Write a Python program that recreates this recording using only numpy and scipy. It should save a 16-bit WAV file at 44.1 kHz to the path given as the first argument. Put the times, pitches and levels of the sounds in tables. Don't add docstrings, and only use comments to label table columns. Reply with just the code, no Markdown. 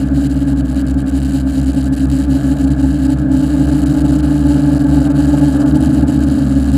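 import sys
import numpy as np
from scipy import signal
from scipy.fft import rfft, irfft, next_fast_len
from scipy.io import wavfile
from scipy.ndimage import map_coordinates

SR = 44100
rng = np.random.default_rng(int(sys.argv[2]) if len(sys.argv) > 2 else 0)


def bounce(signal):
    frames = np.transpose(np.atleast_2d(signal))
    limited = np.clip(frames, -1, 1)
    pcm = np.round(limited * 32767).astype(np.int16)
    wavfile.write(sys.argv[1], SR, pcm)


N = 298557


def amp(db):
    return 10 ** (np.asarray(db) / 20)


def unit(x):
    return x / np.sqrt(np.mean(x ** 2) + 1e-20)


def curve(rows):
    times_s, values = np.transpose(rows)
    return np.interp(np.arange(N) / SR, times_s, values)


def wobble(knots_per_s):
    knots = rng.standard_normal(int(N * knots_per_s / SR) + 4)
    return map_coordinates(knots, [np.arange(N) * knots_per_s / SR])


def filtered(x, response):
    size = next_fast_len(N + 8192)
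    return irfft(rfft(x, size) * response(np.fft.rfftfreq(size, 1 / SR)), size)[:N]


def coloured(x, points):
    points_hz, db = np.transpose(points)
    return unit(filtered(x, lambda hz: amp(np.interp(np.log(hz + 1), np.log(points_hz), db))))


def resonant(x, modes):
    def response(hz):
        power = sum(amp(db) ** 2 / (1 + ((hz - centre_hz) / (width_hz / 2)) ** 4)
                    for centre_hz, width_hz, db in modes)
        cepstrum = irfft(np.log(power + 1e-9) / 2)
        causal = np.arange(len(cepstrum)) < len(cepstrum) / 2
        return np.exp(rfft(2 * cepstrum * causal))
    return unit(filtered(x, response))


# time in seconds, speed in turns per second.
SHAFT_1_HZ = [(0, 74.1), (.4, 74.6), (.7, 75.5), (1.2, 74.2), (1.6, 74.4), (2.3, 73.9), (3, 74.2),
              (3.2, 75.3), (3.6, 74.6), (4.15, 75.4), (4.4, 73.2), (5, 73.1), (5.35, 73.8), (5.6, 73),
              (5.8, 77.5), (6.3, 75.9), (6.55, 71.8), (6.77, 71.2)]
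SHAFT_2_HZ = [(0, 70.2), (.4, 69.3), (.9, 70.6), (1.3, 69.3), (1.8, 71.2), (2, 70.2), (2.7, 71.6),
              (3.1, 73.2), (3.9, 71.1), (4.4, 71.8), (5.25, 71.2), (5.6, 72.2), (5.8, 74.3), (6, 72.8),
              (6.3, 72.4), (6.5, 68.6), (6.77, 68.7)]
SHAFT_3_HZ = [(0, 68.6), (.4, 69.7), (1, 68.6), (1.7, 67.8), (2.8, 67.7), (3.4, 66.9), (3.6, 67.9),
              (4.15, 68.5), (4.5, 65.6), (5.35, 64.9), (5.62, 66.2), (5.8, 62), (6.3, 63.5), (6.45, 62.2),
              (6.77, 63.5)]
SHAFT_4_HZ = [(0, 65.7), (.7, 64.7), (1.05, 65.8), (1.8, 65.6), (2.5, 66.3), (3.7, 66.3), (4, 65.4),
              (4.4, 68.1), (4.6, 67.4), (5, 67.2), (5.35, 68.6), (5.8, 66.2), (6.05, 68.1), (6.3, 68.5),
              (6.5, 67.1), (6.77, 68)]
def shaft_angle(speed_rows, trim_hz):
    speed_hz = curve(speed_rows) + trim_hz * wobble(24)
    return 2 * np.pi * np.cumsum(speed_hz) / SR


# levels of orders 1, 2, 3, 4, 8 in dB, odd-order change in the swerve in dB.
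HUM_ORDERS_DB = [(-38.5, -20, -42, -15, -43, 0), (-30, -27.5, -32, -21.5, -51, 10),
                 (-33, -25.5, -36, -18, -54, -6), (-19.5, -27.5, -29, -19.5, -53, -5)]
# start in seconds, length in seconds.
SWERVE_S = (5.4, .45)
# time in seconds, even-order gain in dB.
BLADE_1_DB = [(0, -8), (.6, -12), (2, -10), (3.6, -2), (4.5, 0.5), (5.4, 1), (5.9, -4), (6.77, -6)]
BLADE_2_DB = [(0, 2), (.6, 0), (1.4, -3.5), (2.3, 0), (4.8, -4), (5.7, 5), (6.3, 0.5), (6.77, 5.5)]
BLADE_3_DB = [(0, -3), (1, -3.5), (2.6, .5), (4.1, 0.5), (4.6, -8.5), (5.4, -13), (5.85, -3), (6.77, -1.5)]
BLADE_4_DB = [(0, -1), (2.7, -0.5), (4.05, -2), (4.7, 4), (5.8, 4), (6.77, 1)]
def rotor_hum(angle, levels_db, blade_rows, flutter_db):
    *orders_db, swerve_db = levels_db
    start_s, length_s = SWERVE_S
    unbalance_db = swerve_db * np.clip((np.arange(N) / SR - start_s) / length_s, 0, 1)
    blade_db = curve(blade_rows)
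    hum = np.zeros(N)
    for order, db in zip((1, 2, 3, 4, 8), orders_db):
        gain = amp(db + (unbalance_db if order % 2 else blade_db))
        hum += gain * np.sin(order * angle + rng.uniform(0, 2 * np.pi))
    return np.sqrt(2) * hum * amp(flutter_db * wobble(40))


# centre in Hz, width in Hz, relative gain in dB.
BODY_MODES = [(341, 23.5, 2), (449, 53, -5), (573, 62, -2.5), (688, 65, -1.5), (850, 62, 6)]
def frame_flex(frame, cubic, level_db):
    return amp(level_db) * resonant(frame ** 2 + cubic * frame ** 3, BODY_MODES)


def blade_tones(angle, odd_db):
    return sum(amp(odd_db * (order % 2)) * np.sin(order * angle + rng.uniform(0, 2 * np.pi))
               for order in range(5, 28))


# centre in Hz, width in Hz, relative gain in dB.
ARM_MODES = [(1571, 92, 2.5), (1675, 47, 0), (1679, 62, 2.5)]
WHINE_PATH_DB = [2.5, -5.5, 0, -3]
def arm_whine(angles, level_db, waver_db):
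    tones = sum(blade_tones(angle, odd_db=2.0) * amp(path_db + waver_db * wobble(14))
                for angle, path_db in zip(angles, WHINE_PATH_DB))
    return amp(level_db) * resonant(tones, ARM_MODES)


# time in seconds, whir gain in dB.
LOAD_DB = [(0, -45.5), (.8, -45.5), (1.9, -46.5), (2.5, -43.5), (3.1, -45), (3.7, -41.5), (4.5, -42),
           (5.2, -40), (5.5, -41.5), (5.62, -37), (5.78, -42), (6.1, -41.5), (6.77, -43)]
# frequency in Hz, relative gain in dB.
HOUSING_EQ = [(250, -9), (340, -1), (490, -5), (620, 1.5), (690, -1), (760, -6.5), (860, -4), (930, -17),
              (1200, -11.5), (1480, -10.5), (1710, -10.5), (1800, -23), (2600, -55)]
def blade_whir(angles, chop_depth, tones_gain_db, air_gain_db):
    tones = unit(sum(blade_tones(angle, odd_db=-5.0) for angle in angles))
    blade_pass = sum(np.cos(2 * angle) for angle in angles)
    turbulence = rng.standard_normal(N) * np.exp(chop_depth * blade_pass)
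    whir = amp(tones_gain_db) * coloured(tones, HOUSING_EQ)
    whir += amp(air_gain_db) * coloured(turbulence, HOUSING_EQ)
    return amp(curve(LOAD_DB)) * whir


# frequency in Hz, relative spectral density in dB.
WASH_SPECTRUM = [(20, -24), (38, -23), (53, -2.5), (80, 3), (200, 5), (600, -7), (1000, -39), (2200, -19),
                 (4500, -31), (6000, -43.5), (9500, -51.5), (11200, -43), (12500, -40), (16000, -62)]
def rotor_wash(level_db, waver_db):
    gain = amp(level_db + waver_db * wobble(6.06))
    return gain * coloured(rng.standard_normal(N), WASH_SPECTRUM)


# centre in seconds, length in seconds, gain in dB.
SEATED_DIPS = [(0.054, 0.046, -10.5), (0.118, 0.056, -15), (0.286, 0.02, -16), (0.454, 0.041, -12),
               (0.549, .029, -17.5), (0.634, 0.039, -17), (.838, 0.034, -18.5), (0.926, .018, -19),
               (0.963, 0.032, -20), (1.044, 0.041, -17.5), (1.446, 0.054, -13), (1.906, 0.037, -21),
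               (2.08, 0.02, -14), (2.276, 0.045, -13), (2.663, 0.022, -12), (2.759, .042, -8),
               (3.158, 0.036, -14), (3.266, 0.088, -17), (3.849, 0.017, -24), (4.033, 0.022, -14),
               (4.217, 0.014, -20), (4.856, 0.017, -13), (5.088, .025, -15), (5.136, .034, -12),
               (5.648, 0.019, -15), (5.735, 0.022, -15), (6.054, 0.034, -16), (6.184, 0.011, -21),
               (6.258, 0.022, -12)]
# time in seconds, buzz level in dB.
BUZZ_DB = [(0, -38), (.35, -41), (1.2, -39), (2.1, -38.5), (2.9, -40.5), (3.5, -39), (4.4, -40), (5.2, -39),
           (6, -39.5), (6.77, -39.5)]
def looseness_db(swell_db=1.13, catches=10, catch_s=0.019, catch_db=-7):
    t = np.arange(N) / SR
    random_dips = [(centre_s, catch_s, catch_db) for centre_s in rng.uniform(0, N / SR, size=catches)]
    dips_db = np.zeros(N)
    for centre_s, length_s, db in SEATED_DIPS + random_dips:
        near = slice(*np.searchsorted(t, [centre_s - length_s, centre_s + length_s]))
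        window = np.exp(-((t[near] - centre_s) / (length_s / 2)) ** 4)
        dips_db[near] = np.minimum(dips_db[near], db * window)
    return curve(BUZZ_DB) + swell_db * wobble(20) + dips_db


def mount_blows(frame, slack=0.054, jitter_s=0.0007, scatter_db=0.5, bounce_s=0.0011, bounce_db=-8.5):
    jolts = unit(np.gradient(frame))
    shake = unit(jolts + 0.9 * unit(frame))
    crests = signal.find_peaks(shake)[0]
    force = np.tanh(2 * np.clip(shake[crests] - slack, 0, None))
    strike_draw, gap_draw, bounce_draw, lag_draw = rng.standard_normal((len(crests), 4)).T
    strikes = crests + (SR * jitter_s * np.abs(lag_draw)).astype(int)
    bounces = strikes + (SR * bounce_s * np.exp(0.32 * gap_draw)).astype(int)
    strike_force = force * amp(scatter_db * np.tanh(strike_draw))
    bounce_force = force * amp(bounce_db + scatter_db * np.tanh(bounce_draw))
    return np.bincount(strikes, strike_force, N)[:N] + np.bincount(bounces, bounce_force, N)[:N]


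def contact_noise(blows, decay_s):
    envelope = signal.lfilter([1], [1, -np.exp(-1 / (SR * decay_s))], blows)
    return envelope * rng.standard_normal(N)


# centre in Hz, width in Hz, relative gain in dB.
MOUNT_MODES = [(1674, 370, -6), (2210, 1070, -12.5), (2985, 494, -4), (3923, 385, -3.5), (4400, 380, -2.5),
               (4900, 450, -4), (5990, 730, -7.5), (6940, 520, -0.5), (7730, 580, 1.5), (9240, 850, -1),
               (10250, 460, -3), (11300, 1800, -9), (14100, 1300, -11.5)]
def mount_buzz(blows, scrape_gain, shiver_gain, shiver_cutoff_hz):
    shiver = contact_noise(blows, decay_s=0.001)
    shiver = filtered(shiver, lambda hz: 1 / (1 + (hz / shiver_cutoff_hz) ** 4))
    scrape = contact_noise(blows, decay_s=0.00035)
    contacts = blows + scrape_gain * scrape + shiver_gain * shiver
    return resonant(contacts, MOUNT_MODES) * amp(looseness_db())


def scene():
    speeds = (SHAFT_1_HZ, SHAFT_2_HZ, SHAFT_3_HZ, SHAFT_4_HZ)
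    blades = (BLADE_1_DB, BLADE_2_DB, BLADE_3_DB, BLADE_4_DB)
    angles = [shaft_angle(speed_rows, trim_hz=0.12) for speed_rows in speeds]
    frame = sum(rotor_hum(angle, levels_db, blade_rows, flutter_db=1.19)
                for angle, levels_db, blade_rows in zip(angles, HUM_ORDERS_DB, blades))
    flex = frame_flex(frame, cubic=0.98, level_db=-34.5)
    whine = arm_whine(angles, level_db=-44.5, waver_db=1.5)
    whir = blade_whir(angles, chop_depth=0.24, tones_gain_db=6, air_gain_db=9.5)
    wash = rotor_wash(level_db=-36.0, waver_db=1.0)
    buzz = mount_buzz(mount_blows(frame), scrape_gain=0.81, shiver_gain=1.07, shiver_cutoff_hz=4900)
    return frame + flex + whine + whir + wash + buzz


def record(dry, cutoff_hz=15000):
    rounded = dry / (1 + np.abs(dry) ** 10) ** (1 / 10)
    return filtered(rounded, lambda hz: 1 / np.sqrt(1 + (hz / cutoff_hz) ** 120))


dry = scene()
out = record(dry)
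bounce(out)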